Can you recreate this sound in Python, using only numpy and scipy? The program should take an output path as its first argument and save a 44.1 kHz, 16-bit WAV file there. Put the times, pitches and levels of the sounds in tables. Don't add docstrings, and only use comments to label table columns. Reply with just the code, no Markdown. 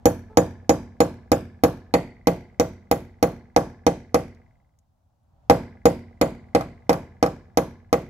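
import sys
import numpy as np
from scipy import signal
from scipy.fft import rfft, irfft, next_fast_len
from scipy.io import wavfile

SR = 44100
rng = np.random.default_rng(int(sys.argv[2]) if len(sys.argv) > 2 else 0)


def decibels_to_gain(level_db):
    exponent = np.asarray(level_db, float) / 20
    return 10 ** exponent


def store_pcm(level_fs):
    pcm = np.round(np.clip(level_fs, -1, 1) * 32767).astype(np.int16)
    wavfile.write(sys.argv[1], SR, np.atleast_2d(pcm).T)


N = 356769
LEAD = 16384
LEFT_LAG, FACE_LAG = 14, 10


def rms_one(x):
    return x / np.sqrt(np.mean(x ** 2) + 1e-30)


def at_hz(table, hz, count=1):
    table = np.array(table)
    return np.interp(np.log(np.maximum(hz, 1)), np.log(table[:, 0]), table[:, count])


def coloured(size, spectrum):
    white = rng.standard_normal(size)
    length = white.shape[-1]
    hz = np.fft.rfftfreq(length, 1 / SR)
    return rms_one(irfft(rfft(white) * decibels_to_gain(at_hz(spectrum, hz)), length))


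def clicks(times, gains):
    out = np.full(N + LEAD, 1e-18)
    out[np.round(np.asarray(times) * SR).astype(int) + LEAD] = gains
    return out


def ring(x, hz, t60):
    r, w = decibels_to_gain(-60 / (t60 * SR)), 2 * np.pi * hz / SR
    return signal.lfilter([0, np.sin(w)], [1, -2 * r * np.cos(w), r * r], x)


def resonance(x, hz, width):
    r, w = np.exp(-np.pi * width / SR), 2 * np.pi * hz / SR
    return signal.lfilter([(1 - r * r) / 2, 0, (r * r - 1) / 2], [1, -2 * r * np.cos(w), r * r], x)


def filtered(x, order, hz, kind="low"):
    return signal.sosfilt(signal.butter(order, hz, kind, fs=SR, output="sos"), x)


def split(x, hz=8500):
    return [filtered(x, 3, hz, kind) for kind in ("low", "high")]


def placed(x, pan_db, lag=LEFT_LAG):
    return np.array([np.roll(x, lag) * decibels_to_gain(pan_db / 2), x * decibels_to_gain(-pan_db / 2)])


def echoes(x, table):
    return sum(decibels_to_gain(db) * np.roll(x, round(s * SR), axis=-1) for s, db in table)


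# (frequency [Hz], level [dB per Hz])
TRAFFIC_COLOUR = [(12, -43.5), (20, -10.5), (88, -0.5), (154, -11), (198, -15.5), (337, -25), (377, -33.5),
                  (558, -24.5), (718, -20), (2020, -44.5), (6720, -44), (9300, -49), (12100, -48),
                  (16000, -47)]
# (time [s], level [dB])
TRAFFIC_SWELL = [
    (0, -51.5),
    (4.5, -57.5),
    (4.8, -67),
    (5.2, -65.5),
    (5.451, -56.5),
    (6.501, -52),
    (8.1, -56.5),
]


def traffic():
    s, level_db = np.transpose(TRAFFIC_SWELL)
    mid, side = coloured((2, next_fast_len(N)), TRAFFIC_COLOUR)[:, :N]
    side = filtered(side, 1, 300, "high")
    hum = mid + .8 * side * [[1], [-1]]
    rumble = filtered(hum, 1, 2500)
    swell = decibels_to_gain(np.interp(np.arange(N) / SR, s, level_db))
    return swell * rumble + decibels_to_gain(-68.5) * (hum - rumble)


def yelp():
    start_s, level_db, rise_s, fall_db_per_s = .29, -48, 0.011, 90.5
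    top_hz, crest_s, sag_hz = 440, .045, 26
    t = np.arange(N) / SR - start_s
    hz = top_hz - sag_hz * np.minimum(((t - crest_s) / crest_s) ** 2, 2)
    phase = 2 * np.pi * np.cumsum(hz) / SR
    rough = 1 + .3 * rms_one(resonance(rng.standard_normal(N), 40, 50))
    voice = np.sin(phase) + decibels_to_gain(-4.5) * np.sin(2 * phase) + decibels_to_gain(-13.5) * np.sin(3 * phase)
    swell = np.clip(t / rise_s, 0, 1) ** 2
    fade = decibels_to_gain(-fall_db_per_s * np.maximum(t, 0)) * np.clip((.13 - t) / .06, 0, 1)
    return decibels_to_gain(level_db) * swell * fade * rough * voice


# (time [s], peak level [dB], frequency [Hz])
CRUMBS = [
    (4.347, -51, 4500),
    (4.7878, -50.5, 6950),
    (5.2336, -70.5, 9750),
]


def grit():
    t = np.arange(1024) / SR
    out = np.zeros(N + LEAD)
    for (s, db, hz), noise in zip(CRUMBS, rng.standard_normal((len(CRUMBS), len(t)))):
        i = round(s * SR) + LEAD
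        out[i:i + len(t)] += decibels_to_gain(db - 1) * resonance(noise * decibels_to_gain(-60 * t / .03), hz, 1800)
    return placed(out, 0.5)


# (frequency [Hz], early level [dB], early t60 [s], late level [dB])
YARD_WASH = [(50, -34.5, 0.51, -38), (103, -30.5, 0.053, -27), (167, -21.5, 0.37, -38),
             (274, -29, 0.24, -32), (500, -30, 0.28, -38), (907, -31.5, 0.025, -38),
             (1490, -25.5, 0.16, -40), (2800, -20, 0.026, -39), (6000, -16.5, 0.032, -42.5),
             (8800, -23.5, 0.035, -34.5), (14900, -20, 0.055, -32)]
# (frequency [Hz], t60 [s])
YARD_DECAY = [(50, 0.62), (250, 0.51), (700, .4), (1300, 0.38), (2000, 0.7), (2600, 0.38), (3600, 0.38),
              (5500, 0.43), (8000, 0.29), (11000, .26), (15000, .23)]


def yard_response():
    t = np.arange(32768) / SR
    hz = np.maximum(np.fft.rfftfreq(len(t), 1 / SR), 1)
    mid, side = rfft(rng.standard_normal((2, len(t))))
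    out = np.zeros((2, len(t)))
    for centre in 40 * 2 ** np.arange(0, 9, .5):
        band = np.clip(1 - 2 * np.abs(np.log2(hz / centre)), 0, 1)
        early_db, early_t60, late_db = [at_hz(YARD_WASH, centre, count=c) for c in range(1, 4)]
        early = decibels_to_gain(early_db - 60 * t / early_t60)
        late = decibels_to_gain(late_db - 60 * t / at_hz(YARD_DECAY, centre))
        apart = np.clip(.8 * np.log2(centre / 420) / 3, .04, .9)
        noise = irfft(band * (mid + apart * side * [[1], [-1]]))
        out += noise * (early + late) / np.sqrt(1 + apart ** 2)
    return out * (1 - np.exp(-t / 0.0023))


# (frequency [Hz], width [Hz], level [dB], t60 [s])
SIDING = [(870, 80, -37, 0.5), (1255, 67, -37, .8), (1700, 100, -12.5, 0.84), (2010, 230, -16, 0.91),
          (3400, 73, -35.5, .6), (3930, 90, -28, 0.67), (4500, 90, -33, 0.75), (6264, 1500, -36.5, .3)]


def flutter(x):
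    round_trip_s, early_s = .0458, .004
    response, rounds = 0, np.arange(1, 16)
    at = np.round((rounds * round_trip_s - early_s) * SR).astype(int)
    smears = rng.standard_normal((len(SIDING), 90)) * np.hanning(90)
    for (hz, width, level_db, t60), smear in zip(SIDING, smears):
        wave = np.exp(2j * np.pi * hz / SR * np.arange(len(smear)))
        smear = smear / abs(np.sum(smear * wave))
        taps = np.zeros(round(17 * round_trip_s * SR))
        build_up = 1 - np.exp(-rounds / 3.5)
        taps[at] = build_up * decibels_to_gain(level_db - 60 * rounds * round_trip_s / t60)
        taps = np.convolve(taps + echoes(taps, [(.0145, -10)]), smear)
        response = response + resonance(resonance(taps, hz, width), hz, width)
    return placed(signal.fftconvolve(x, response)[:len(x)], 1.0, lag=3)


# (delay [s], level [dB])
FLAT_FACES = [
    (.0445, -28),
    (.063, -31),
    (.091, -35),
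    (.137, -43),
]


def slaps(sharp):
    return echoes(sharp[::-1], FLAT_FACES)


# (frequency [Hz], level [dB per Hz])
AFAR_COLOUR = [(710, -42), (1200, -17.5), (1580, -12), (1800, 1), (2080, 0), (2560, -9.5), (2760, -12.5),
               (6710, -16), (7830, -15.5), (9330, -23.5), (11200, -9), (15400, -28), (16000, -30),
               (16500, -51.5)]


def heard_afar(times, crack_db, edge_db):
    loose_dull_db, dull_lasts_s = -5.5, 1.0
    click = np.roll(irfft(decibels_to_gain(at_hz(AFAR_COLOUR, np.fft.rfftfreq(256, 1 / SR)))), 128)
    body, edge = split(click / np.sqrt(np.sum(click ** 2)))
    low, rest = split(body, hz=2020)
    middle, high = split(rest, hz=2855)
    vary_db = 1.2 * rng.standard_normal((len(times), 2))
    dull_db = loose_dull_db * np.exp(-np.maximum(times, 0) / dull_lasts_s)
    low_db = crack_db + 22.5 + vary_db[:, 0]
    middle_db = crack_db + 26.0 + vary_db[:, 1] + dull_db
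    parts = [(low_db, low), (middle_db, middle), (crack_db + 21.0, high), (edge_db + 8.0, edge)]
    out = sum(np.convolve(clicks(times, decibels_to_gain(db)), part) for db, part in parts)
    return out[64:64 + N + LEAD]


def steel(times, head_db, bolt_db):
    head_hz, head_t60, stop_s = 6920, 0.12, 0.042
    bolt_hz, bolt_t60 = 5985, 0.006
    t = np.arange(4096) / SR
    stop_fade = 1 / (1 + np.exp((t - stop_s) / 0.0037))
    song = np.sin(2 * np.pi * head_hz * t) * decibels_to_gain(-60 * t / head_t60) * stop_fade
    head = signal.fftconvolve(clicks(times, decibels_to_gain(head_db + 2.5)), song)[:N + LEAD]
    bolt = ring(clicks(times, decibels_to_gain(bolt_db + 12)), bolt_hz, bolt_t60)
    return head, bolt


# (frequency [Hz], level [dB per Hz])
CRACK_COLOUR = [(530, -33.5), (900, 0.5), (1040, -10), (1270, -22), (2240, -30), (3520, -30.5),
                (4380, -17.5), (4830, -19.5), (6540, -24.5), (8550, -35), (11300, -21.5), (15500, -31),
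                (16500, -59)]


def crack(times, crack_db, edge_db):
    t = np.arange(2048) / SR
    burst_decay = decibels_to_gain(-60 * t / .014)
    grit_decay = decibels_to_gain(-21.0) * decibels_to_gain(-60 * t / 0.026)
    shape = (1 - np.exp(-t / 0.00053)) * (burst_decay + grit_decay)
    body, edge = split(coloured((len(times), 2, len(t)), CRACK_COLOUR))
    out = np.zeros((2, N + LEAD + len(t)))
    for k, s in enumerate(times):
        burst = shape * (decibels_to_gain(crack_db[k] + 12.5) * body[k] + decibels_to_gain(edge_db[k] + 23) * edge[k])
        i = round(s * SR) + LEAD
        out[1, i:i + len(t)] += burst[0]
        left = decibels_to_gain(-3) * (.85 * burst[0] + .5 * burst[1])
        out[0, i + LEFT_LAG:i + len(t)] += left[:-LEFT_LAG]
    return out[:, :N + LEAD]


def seating(s):
    loose_db, seated_db, seating_s = -3, 0.2, 0.87
    long_grip_s, grip_db, swing_db_per_s = 4.3, -1.7, 0.9
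    loose = (loose_db - seated_db) * np.exp(-np.maximum(s, 0) / seating_s)
    swing = (s > long_grip_s) * (grip_db + swing_db_per_s * (s - long_grip_s))
    return seated_db + loose + swing


# (frequency [Hz], level [dB], t60 [s])
WALL_MODES = [(57.5, -32, 0.13), (91.02, -37, 0.7), (116.6, -26.5, 0.34), (173.6, -26.5, 0.23),
              (196.3, -36.5, 0.77), (236, -36.5, 0.62), (271.3, -28.5, 0.36), (288.6, -13.5, 0.09),
              (310.5, -22, 0.17), (359.8, -31.5, 0.47), (467, -32.5, 0.21), (474.3, -12, 0.091),
              (487.4, -20, 0.18), (537.2, -23, 0.2), (552.7, -12.5, 0.076), (590.3, -26.5, 0.17),
              (645, -25.5, 0.19), (682, -27.5, 0.29), (768.2, -19, 0.19), (804.5, -13, 0.073),
              (857, -28, 0.01), (876.5, -31.5, 0.18), (993, -33, 0.19), (1138, -30, 0.073),
              (1150.7, -29, 0.16), (1236.4, -16, 0.031), (1180, -44, .08)]
# (frequency [Hz], level [dB], t60 [s])
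BRICK_KNOCK = [(627.5, -4.5, 0.018), (1350, -17, 0.0071), (2076, -17.5, 0.017)]


def wall(times, boom_db, tilt_db):
    push = clicks(times, decibels_to_gain(boom_db + 0.95 * tilt_db))
    out = np.zeros((2, N + LEAD))
    for hz, db, t60 in BRICK_KNOCK:
        lag = FACE_LAG if hz < 1800 else LEFT_LAG
        out -= placed(decibels_to_gain(db) * ring(push, hz, t60), -1.0, lag)
    vary = rng.standard_normal((len(times), len(WALL_MODES)))
    pans = rng.standard_normal(len(WALL_MODES))
    for k, (hz, level_db, t60) in enumerate(WALL_MODES):
        toward = hz < 100 or 150 < hz < 200 or hz > 540
        side = 1 if toward else -1
        strength_db = boom_db + level_db + tilt_db * np.log2(hz / 500) + 2.4 * vary[:, k]
        lag = FACE_LAG if hz > 450 else 7
        mode = ring(clicks(times, side * decibels_to_gain(strength_db)), hz, t60)
        out += placed(mode, -1.4 + 0.7 * hz / 1000 * pans[k], lag)
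    paving, far_house = (.0125, -7.5), (.255, -48)   # (delay [s], level [dB])
    return out + echoes(out, [paving, far_house]), push


# (time [s], force [dB], head ring [dB], bolt ring [dB], bright edge [dB])
HAMMER_BLOWS = [(0.056, -0.5, -29, -24, -24), (0.372, 0.5, -26.5, -25, -27), (0.694, -0.5, -28.5, -24, -31),
                (1.004, -1.5, -30, -38.5, -31), (1.317, -1, -32, -42.5, -32),
                (1.636, -1, -36.5, -41.5, -27), (1.939, -1.5, -38.5, -48, -40), (2.271, -2, -42, -43, -31),
                (2.598, -4, -38.5, -25, -34), (2.913, -4, -37.5, -39.5, -29),
                (3.227, -2.5, -39.5, -37.5, -28), (3.563, -2, -46, -26.5, -35),
                (3.866, -2.5, -43, -25.5, -36), (4.144, -2.5, -43, -34, -34), (5.498, 2.5, -38, -38, -32.5),
                (5.855, 0.5, -31.5, -39, -28.5), (6.213, -1, -37, -66, -33), (6.549, -2.5, -53, -60, -42.5),
                (6.894, -2.5, -49, -50, -37), (7.227, -3, -68, -52, -40),
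                (7.573, -3.5, -39.5, -26.5, -30.5), (7.928, -3.5, -45, -34, -33)]
BLOW_BEFORE = (-0.23, -7.5, -60, -56.5, -50.5)
# (time [s], crack [dB], boom [dB], bright edge [dB])
HEAD_BOUNCES = [
    (6.6091, -40, -20.5, -53.5),
    (6.9294, -34, -18, -45),
    (7.262, -39, -20, -51),
]


def scene():
    s, boom_db, head_db, bolt_db, edge_db = np.transpose([BLOW_BEFORE] + list(HAMMER_BLOWS))
    bounce_s, bounce_db, bounce_boom_db, bounce_edge_db = np.transpose(HEAD_BOUNCES)
    times = np.r_[s, bounce_s]
    crack_db = np.r_[boom_db - 18, bounce_db + 2.5]
    edge_db = np.r_[edge_db, bounce_edge_db + 4]
    tilt_db = np.r_[seating(s), 11.5 + 0 * bounce_s]

    boom, push = wall(times, np.r_[boom_db + 2, bounce_boom_db - 3], tilt_db)
    head, bolt = steel(s, head_db, bolt_db)
    sharp = crack(times, crack_db, edge_db)

    thud = filtered(push, 4, 1150)
    grains = decibels_to_gain(-11) * sharp[1]
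    source = decibels_to_gain(18) * thud + grains + heard_afar(times, crack_db, edge_db) + decibels_to_gain(-3.0) * bolt
    wash = signal.fftconvolve(source[None], yard_response(), axes=1)[:, :N + LEAD]

    blows = boom + sharp + placed(head + bolt, -11.0)
    yard = slaps(sharp) + wash + decibels_to_gain(8.5) * flutter(source)
    near = blows + yard + grit()
    return near[:, LEAD:] + traffic() + yelp()


def low_pass(x):
    return signal.sosfilt(signal.butter(12, 16860, fs=SR, output="sos"), x)


def record(dry):
    rounded = filtered(dry, 2, 34, "high")
    rounded = .97 * np.tanh(rounded / .97)
    mix = filtered(rounded, 12, 16100)
    return low_pass(mix)


dry = scene()
out = record(dry)
store_pcm(out)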